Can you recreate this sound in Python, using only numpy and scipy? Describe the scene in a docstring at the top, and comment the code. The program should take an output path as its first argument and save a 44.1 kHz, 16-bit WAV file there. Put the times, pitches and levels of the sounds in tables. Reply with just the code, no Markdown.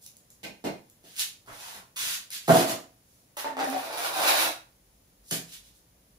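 """Bricklaying at a stove

A log room with a gritty board floor. The bricklayer is a few metres off, right of a spaced microphone
pair, so the room is as loud as the direct sound. He leans a steel straightedge on the wall, shuffles,
steps down heavily, draws a trowel along the bricks to cut off wet clay mortar, and steps back."""
import sys
import numpy as np
from scipy import signal
from scipy.fft import rfft, irfft, next_fast_len
from scipy.io import wavfile

SR = 44100
rng = np.random.default_rng(int(sys.argv[2]) if len(sys.argv) > 2 else 0)


def wrap_up_sound(samples):
    """Save the sound to the file named by the first command line argument, as 16-bit audio."""
    columns = np.atleast_2d(samples).T
    # keep every value between -1 and 1, then stretch to whole-number steps
    tamed = np.clip(columns, -1, 1)
    steps = np.round(tamed * 32767).astype(np.int16)
    wavfile.write(sys.argv[1], SR, steps)


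N = 272535
TIME = np.arange(N) / SR
SIZE = 2 * next_fast_len((N + SR) // 2)
HZ = np.fft.rfftfreq(SIZE, 1 / SR)
TOP_HZ = 15600
HIT_SAMPLES = SR // 20  # a hit's level is its energy spread over this many samples

# room tone at the microphones: (frequency [Hz], level [dB])
ROOM_TONE = [(25, -28.5), (60, -12.5), (110, -8), (200, -10.5), (400, -18), (520, -16), (700, -19.5),
             (1500, -26), (4000, -27), (7000, -25.5), (8500, -31), (10000, -22), (12000, -27), (15500, -26)]
# soles slide over grit: (start [s], length [s], rise [s], level [dB], low cut [Hz])
SCUFFS = [(.005, 0.038, 0.019, -49.5, 4860), (.299, .012, .004, -53.5, 5530),
          (1.031, 0.13, 0.0093, -56.5, 1710), (1.156, .02, .003, -40, 2400),
          (1.177, .02, .018, -24.5, 2300), (1.459, 0.3, 0.15, -46.5, 756),
          (1.959, 0.18, 0.0074, -33.5, 1640), (2.302, 0.051, 0.016, -36.5, 2050),
          (2.415, 0.06, .02, -51.5, 2000), (2.476, 0.13, 0.0025, -29.5, 700),
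          (2.664, 0.042, .006, -32, 865), (3.035, 0.17, .06, -65.5, 4900), (5.24, 0.12, .07, -46, 4600),
          (5.308, 0.02, .003, -28.5, 1530), (5.474, 0.021, 0.0067, -50, 2390),
          (5.516, 0.014, 0.0089, -40, 2140), (5.621, 0.062, .008, -60.5, 2600),
          (5.731, .03, 0.023, -59.5, 4000)]
# grit under a sole: (frequency [Hz], level [dB])
GRIT_SPECTRUM = [(200, 5.5), (1000, 6), (2000, -2), (3500, 1), (5200, -1.5), (6700, -1), (8500, -4.5),
                 (10000, 0.5), (14500, -3)]
# bare rubber drags on the boards: (start [s], length [s], rise [s], level [dB])
DRAGS = [(1.177, .02, 0.017, -56), (1.472, 0.044, .001, -45.5), (1.524, 0.097, .01, -64),
         (1.737, 0.042, 0.041, -46.5), (1.966, .13, .004, -52)]
# its dull rub: (frequency [Hz], level [dB])
RUBBER_SPECTRUM = [(100, -7), (350, -4.5), (600, -2), (1100, 1), (1700, -5), (3000, -16), (8000, -46.5)]
# single crumbs crack: (time [s], level [dB])
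CRACKS = [(.0635, -49), (0.168, -57.5), (0.303, -58), (0.899, -60), (1.9665, -51), (2.304, -47),
          (3.3716, -45.5), (3.644, -47.5), (3.7004, -46), (5.312, -37.5)]
# a cracking crumb: (frequency [Hz], level [dB])
CRUMB_SPECTRUM = [(1000, 5.5), (4000, -3.5), (6700, 2.5), (8500, -0.5), (10500, 3), (15000, -3.5)]
# the straightedge meets floor and wall: (time [s], ring [dB], knock [dB])
LEANING = [(0.432, -45, -48.5), (.447, -55.5, -41.5), (.641, -44.5, -31.5), (.662, -49, -31)]
# its ringing modes: (frequency [Hz], level [dB])
STEEL_MODES = [(1550, -0.5), (2090, 1.5), (2229, 0), (2466, 2), (2780, 1.5), (3128, -3.5), (4050, -5),
               (4307, 0), (5523, -7)]
# its clack on contact: (frequency [Hz], level [dB])
CLACK_SPECTRUM = [(200, -16), (900, 3), (1350, -46), (1800, 1), (2500, 1), (4500, -3.5), (8000, -9.5),
                  (15000, -13)]
# the log wall's knock: (frequency [Hz], level [dB])
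WALL_SPECTRUM = [(50, -25), (100, -17.5), (150, -5), (200, -2.5), (280, 0.5), (480, -3.5), (690, -1.5),
                 (1000, -13), (2000, -23), (8000, -50.5)]
# weight lands on the boards, cushioned by the sole: (time [s], level [dB], high cut [Hz])
FOOTFALLS = [(1.04, -45, 260), (2.4818, -24, 900), (2.494, -17.5, 1170), (2.5273, -25.5, 700),
             (2.5456, -22.5, 1000), (5.316, -30, 320)]
# a footfall's thud: (frequency [Hz], level [dB])
THUD_SPECTRUM = [(30, -31.5), (70, -31), (120, -11.5), (200, -6), (450, -5.5), (560, -5), (665, 3.5),
                 (830, -4.5), (1050, -7), (1500, -6), (2300, -13.5), (8000, -47.5)]
# modes of the floor: (frequency [Hz], level [dB])
FLOOR_MODES = [(118, -5.5), (132, -6.5), (166, 4), (270, -1), (345, -9.5), (408, -6), (464, -2.5),
               (484, -4), (556, -9), (658, 6), (735, 5), (785, -8.5)]
# boards grind under a loaded sole: (start [s], length [s], rise [s], level [dB])
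GRINDS = [(2.554, 0.076, .002, -27.5), (2.66, .06, .002, -33)]
# the grinding wood: (frequency [Hz], level [dB])
GRIND_SPECTRUM = [(47, -42), (80, -19.5), (229, -11), (276, -12.5), (343, 1.5), (431, -19), (551, -4),
                  (646, 1.5), (837, -8), (966, -8.5), (1150, -12.5), (2070, -15), (2500, -26), (3250, -73),
                  (5500, -120)]
# the blade catches on an edge; pressed harder it rings lower:
# (start [s], length [s], level [dB], pitch [Hz], ring of the free blade [dB])
CATCHES = [(3.37, 0.0503, -40.5, 844, -48), (3.445, .03, -33.5, 900, -59.5), (3.497, .012, -42, 880, -64.5),
           (3.569, 0.024, -34, 785, -52.5), (3.592, 0.028, -29.5, 797, -36.5), (3.628, .012, -33, 788, -50),
           (3.728, .035, -33.5, 754, -48.5)]
# the blade pressed on brick: (frequency [Hz], width [Hz], level [dB])
JUDDER_MODES = [(590, 34, -2), (916, 20, -7.5), (1110, 45, -9), (1227, 55, -10), (1390, 66, -14),
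                (1610, 35, -9), (1775, 37, -8.5)]
# the brick under the blade: (frequency [Hz], level [dB])
BRICK_SPECTRUM = [(150, -22.5), (240, -21), (300, -10), (430, -9.5), (620, -0.5), (800, 1.5), (980, -2.5),
                  (1150, -3), (1600, -10.5), (3000, -36.5)]
# the free blade, damped by clay: (frequency [Hz], width [Hz], level [dB])
BLADE_MODES = [(1430, 193, 4.5), (1900, 300, -7.5), (2460, 250, 6.5), (3150, 226, -10), (3794, 380, 4),
               (4540, 130, -10), (5570, 200, -12)]
# sand in the mortar: (frequency [Hz], level [dB])
SAND_SPECTRUM = [(500, -26.5), (1200, 9), (2000, 4.5), (4000, 4), (6500, -0.5), (8500, -4), (10200, 3.5),
                 (14500, -1.5)]
# the long stroke along the bricks: (time [s], effort [dB])
STROKE = [(3.65, -39), (3.672, -43.5), (3.904, -42.5), (4.046, -30.5), (4.078, -36), (4.132, -35.5),
          (4.274, -23.5), (4.348, -28.5), (4.446, -26), (4.468, -32.5), (4.5, -32.5)]
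# reverberation of the log room: (frequency [Hz], time to fall 60 dB [s])
ROOM_T60 = [(130, 0.39), (400, 0.3), (1000, 0.34), (3000, 0.32), (7000, 0.31), (14000, 0.25)]


def amp(db):
    """Decibels to amplitude."""
    return 10 ** (np.asarray(db) / 20)


def unit(x):
    """x scaled to rms 1."""
    return x / np.sqrt(np.mean(np.abs(x) ** 2) + 1e-20)


def along(points, hz):
    """Interpolate (Hz, value) points on a log axis."""
    f, v = np.transpose(points)
    return np.interp(np.log(hz + 1), np.log(f + 1), v)


def filtered(x, response):
    """x through a frequency response."""
    return irfft(rfft(x, SIZE) * response, SIZE)[..., :N]


def colour(points):
    """Causal response of unit power through (Hz, dB) points."""
    cepstrum = irfft(np.log(amp(along(points, HZ))))
    cepstrum[1:SIZE // 2] *= 2
    cepstrum[SIZE // 2 + 1:] = 0
    return unit(np.exp(rfft(cepstrum)) * (HZ < TOP_HZ))


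def resonances(peaks):
    """Unit-power response of (Hz, width Hz, dB) resonances."""
    return unit(sum(amp(db) * 1j * HZ * width / (hz * hz - HZ * HZ + 1j * HZ * width)
                    for hz, width, db in peaks))


def ringing(modes, t60_s):
    """Unit-power response of struck (Hz, dB) modes dying away."""
    t = TIME[:SR]
    ring = sum(amp(db) * np.sin(2 * np.pi * (hz * t + rng.random())) for hz, db in modes)
    attack = 1 - np.exp(-t / .004)
    return unit(rfft(ring * amp(-60 * t / t60_s) * attack, SIZE))


def pass_filter(x, hz, kind, order=2):
    """High-pass or low-pass."""
    return signal.sosfilt(signal.butter(order, min(hz, TOP_HZ), kind, fs=SR, output="sos"), x)


def blows(rows):
    """One impulse for each (s, dB) row."""
    x = np.full(N, 1e-20)  # keeps filter tails from underflowing
    for s, db in rows:
        x[round(s * SR)] += amp(db) * np.sqrt(HIT_SAMPLES)
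    return x


def wobble(rate):
    """A smooth random curve, rate knots a second."""
    return signal.resample(rng.standard_normal(int(SIZE * rate / SR) + 2), SIZE)[:N]


def shares(rate, count):
    """Gliding random weights whose powers add up to one."""
    weights = np.array([wobble(rate) for _ in range(count)])
    return weights / np.linalg.norm(weights, axis=0)


def grains(rate, spread_db):
    """Tiny fractures at random times and of uneven size, rms 1."""
    clicks = (rng.random(N) < rate / SR) * rng.choice([-1, 1], N)
    return unit(clicks * amp(spread_db * np.clip(rng.standard_normal(N), -3, 3)))


def slide(start_s, length_s, rise_s, db, swell_db=11, lift_db_per_s=649):
    """Gain of a sliding contact: it swells as weight comes on, holds, and fades as it lifts."""
    t = TIME - start_s
    swell = np.clip(t / max(rise_s, 1 / SR), 0, 1) - 1
    lift_db = np.minimum(lift_db_per_s * np.maximum(t - length_s, 0), 200)
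    return (t >= 0) * amp(db + swell_db * swell - lift_db)


def fading(start_s, db, db_per_s):
    """Gain that jumps up and dies away."""
    return (TIME >= start_s) * amp(db - db_per_s * np.clip(TIME - start_s, 0, 1))


def diffuse(pair, spacing_m=0.21):
    """Sound from all sides: alike at both microphones in the bass only."""
    alike = np.sinc(2 * np.fft.rfftfreq(pair.shape[1], 1 / SR) * spacing_m / 343)
    mid, side = irfft(rfft(pair) * np.sqrt([(1 + alike) / 2, (1 - alike) / 2]), pair.shape[1])
    return np.array([mid + side, mid - side])


def room_tone(drone_hz=48, width_hz=18, swell_at_s=4.37, rise_s=.5):
    """Faint noise all round the microphones, and a low drone that swells late."""
    air = unit(filtered(diffuse(rng.standard_normal((2, SIZE))), amp(along(ROOM_TONE, HZ))))
    drone = unit(filtered(rng.standard_normal(N), resonances([(drone_hz, width_hz, 0)]) ** 2))
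    swell = np.clip((TIME - swell_at_s) / rise_s, 0, 1)
    return amp(-62.5) * air + amp(-79 + 9 * swell) * drone


def soles():
    """Grit crushed under sliding soles, higher for a light touch; bare rubber rubs lower."""
    grit = grains(rate=7000, spread_db=8.5)
    scuffs = sum(pass_filter(grit * slide(*stroke), hz, "high", order=3) for *stroke, hz in SCUFFS)
    rasp = filtered(pass_filter(scuffs, 12970, "low", order=1), amp(4.5) * colour(GRIT_SPECTRUM))
    rub = grains(rate=1000, spread_db=1.5) * sum(slide(*row) for row in DRAGS)
    return rasp + filtered(rub, colour(RUBBER_SPECTRUM))


def crumbs(t60_s=0.011, middling_db=-49.5, middling_hz=3600, db_per_octave=19):
    """Single crumbs of brick crack for a few milliseconds, the small ones higher."""
    t = TIME[:HIT_SAMPLES]
    cracks = np.zeros(N)
    for s, db in CRACKS:
        burst = unit(rng.standard_normal(len(t)) * amp(-60 * t / t60_s))
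        low_cut_hz = middling_hz * 2 ** ((middling_db - db) / db_per_octave)
        cracks[round(s * SR):][:len(t)] += amp(db) * pass_filter(burst, low_cut_hz, "high")
    return filtered(cracks, amp(-1.5) * colour(CRUMB_SPECTRUM))


def straightedge():
    """The steel bar clacks and rings; the timber behind it knocks."""
    on_steel = blows([(s, db) for s, db, _ in LEANING])
    on_timber = blows([(s, db) for s, _, db in LEANING])
    steel = amp(-0.5) * ringing(STEEL_MODES, t60_s=.11) + amp(2.5) * colour(CLACK_SPECTRUM)
    return filtered(on_steel, steel) + filtered(on_timber, amp(-2.5) * colour(WALL_SPECTRUM))


def floorboards(heavy_db=-21, heavy_hz=80, db_per_octave=13):
    """Footfalls thump the boards and a turning sole grinds them; both set the whole floor booming."""
    force = 0
    for s, db, high_cut_hz in FOOTFALLS:
        low_cut_hz = heavy_hz * 2 ** ((heavy_db - db) / db_per_octave)  # heavier steps reach deeper
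        step = pass_filter(blows([(s, db)]), low_cut_hz, "high", order=3)
        force += pass_filter(step, high_cut_hz, "low")
    slips = grains(rate=500, spread_db=4) * sum(slide(*row) for row in GRINDS)
    thuds = filtered(force, amp(1) * colour(THUD_SPECTRUM))
    grinding = filtered(slips, amp(-2) * colour(GRIND_SPECTRUM))
    boom = filtered(amp(-2.5) * force + amp(-11) * slips, ringing(FLOOR_MODES, t60_s=.42))
    return thuds + grinding, boom


def blade_catches(slips, width_hz=18, peak_db=7.5):
    """The blade sticks and slips on brick: its judder, and the gain of its ring after each catch."""
    judder = ring = 0
    for start_s, length_s, db, hz, ring_db in CATCHES:
        force = amp(-2) * slips * slide(start_s, length_s, 0, db) + blows([(start_s, db + .5)])
        body = resonances(JUDDER_MODES + [(hz, width_hz, peak_db)])
        judder += filtered(force, amp(-2.5) * body + amp(-8) * colour(BRICK_SPECTRUM))
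        ring += fading(start_s, ring_db, db_per_s=290.5)
    return judder, ring


def free_blade(chatter, shift=0.031):
    """Chatter rings the blade; its resonances wander as the point of contact moves."""
    blade = 0
    for k, share in zip((-1, 0, 1), shares(rate=22, count=3)):
        modes = [(hz * (1 + k * shift), width, db) for hz, width, db in BLADE_MODES]
        blade += filtered(chatter * share, resonances(modes))
    return blade


def trowel(bite_s=3.368, lead_s=0.018, firm_db=-30.5):
    """The blade bites in and catches, then sweeps along the brick, hissing in the sandy mortar."""
    s, effort_db = np.transpose(STROKE)
    # the push leads, as the room takes a moment to fill
    push = amp(np.interp(TIME + lead_s, s, effort_db - firm_db, left=-200, right=-200))
    slips = grains(rate=600, spread_db=4.5)
    judder, ring = blade_catches(slips)
    brick = filtered(slips * amp(-31) * push ** 0.82, colour(BRICK_SPECTRUM))
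    grip = amp(2.5 * wobble(70))  # the edge grips and lets go on the rough face
    sweep = amp(-36.5) * push
    blade = free_blade(grains(rate=800, spread_db=1.5) * (sweep + amp(-5.5) * ring) * grip)
    cutting = sweep + fading(bite_s, -37.5, db_per_s=339) + amp(-19.5) * ring
    sand = filtered(grains(rate=3000, spread_db=7) * cutting * grip, amp(5) * colour(SAND_SPECTRUM))
    return pass_filter(judder + brick + blade + sand, 157.5, "high")  # a small blade radiates no bass


def blade_groan(pitch_hz=274, waver=0.024, bend_s=3.44, full_bend_s=3.74, free_s=3.83):
    """The blade's lowest bending mode hums while it drags, louder the more it bends."""
    phase = 2 * np.pi * np.cumsum(pitch_hz * (1 + waver * wobble(33))) / SR
    bend_db = np.minimum(54 * (TIME - full_bend_s), 106 * (full_bend_s - TIME))  # rise, fall in dB/s
    contact = np.clip(np.minimum(TIME - bend_s, free_s - TIME) / 0.018, 0, 1)
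    return np.sqrt(2) * np.sin(phase) * contact * amp(-37.5 + bend_db + 2 * wobble(35))


def direct(x, lag_ms=.2):
    """The straight path reaches the right microphone first."""
    return filtered(x, np.exp(-2j * np.pi * HZ * np.array([[lag_ms / 1000], [0]])))


def reflections(build_s=0.0047):
    """The log room's stereo tail, of unit energy: it builds up, then dies away, the treble first."""
    hz, t, noise = signal.stft(rng.standard_normal((2, SR * 2 // 3)), SR, nperseg=256)
    decay = amp(-60 * t / along(ROOM_T60, hz)[:, None])
    build = 1 - np.exp(-t / build_s)
    tail = diffuse(signal.istft(noise * decay * build, SR, nperseg=256)[1])
    return unit(tail) / np.sqrt(tail.shape[1])


def room(x, split_hz=1200, patterns=6):
    """As the contact moves, the sound glides between patterns of reflections, short waves faster."""
    low = filtered(x, 1 / (1 + (HZ / split_hz) ** 8))
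    sends = low * shares(8, patterns) + (x - low) * shares(100, patterns)
    return sum(signal.oaconvolve(send[None], reflections(), axes=1)[:, :N] for send in sends)


def scene():
    """The stove hides floor and wall from the microphones, so less of their sound comes straight."""
    bar = straightedge()
    thumps, boom = floorboards()
    rasp, cracks, scrape = soles(), crumbs(), trowel()
    contacts = amp(-16) * bar + amp(-7.5) * thumps + amp(-7) * rasp + cracks + amp(-7) * scrape
    straight = direct(contacts + boom + blade_groan())
    reflected = room(bar + thumps + rasp + cracks + scrape)
    # (frequency [Hz], right microphone over left [dB])
    right_db = along([(150, 4.5), (600, .9), (3000, 2.5), (8000, 1.5), (14000, -1.5)], HZ)
    balance = amp(np.array([-right_db, right_db]) / 2)
    return filtered(straight + reflected, balance) + room_tone()


def record(dry):
    """The recorder keeps nothing above its band limit."""
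    return filtered(dry, HZ < TOP_HZ)


dry = scene()
out = record(dry)
wrap_up_sound(out)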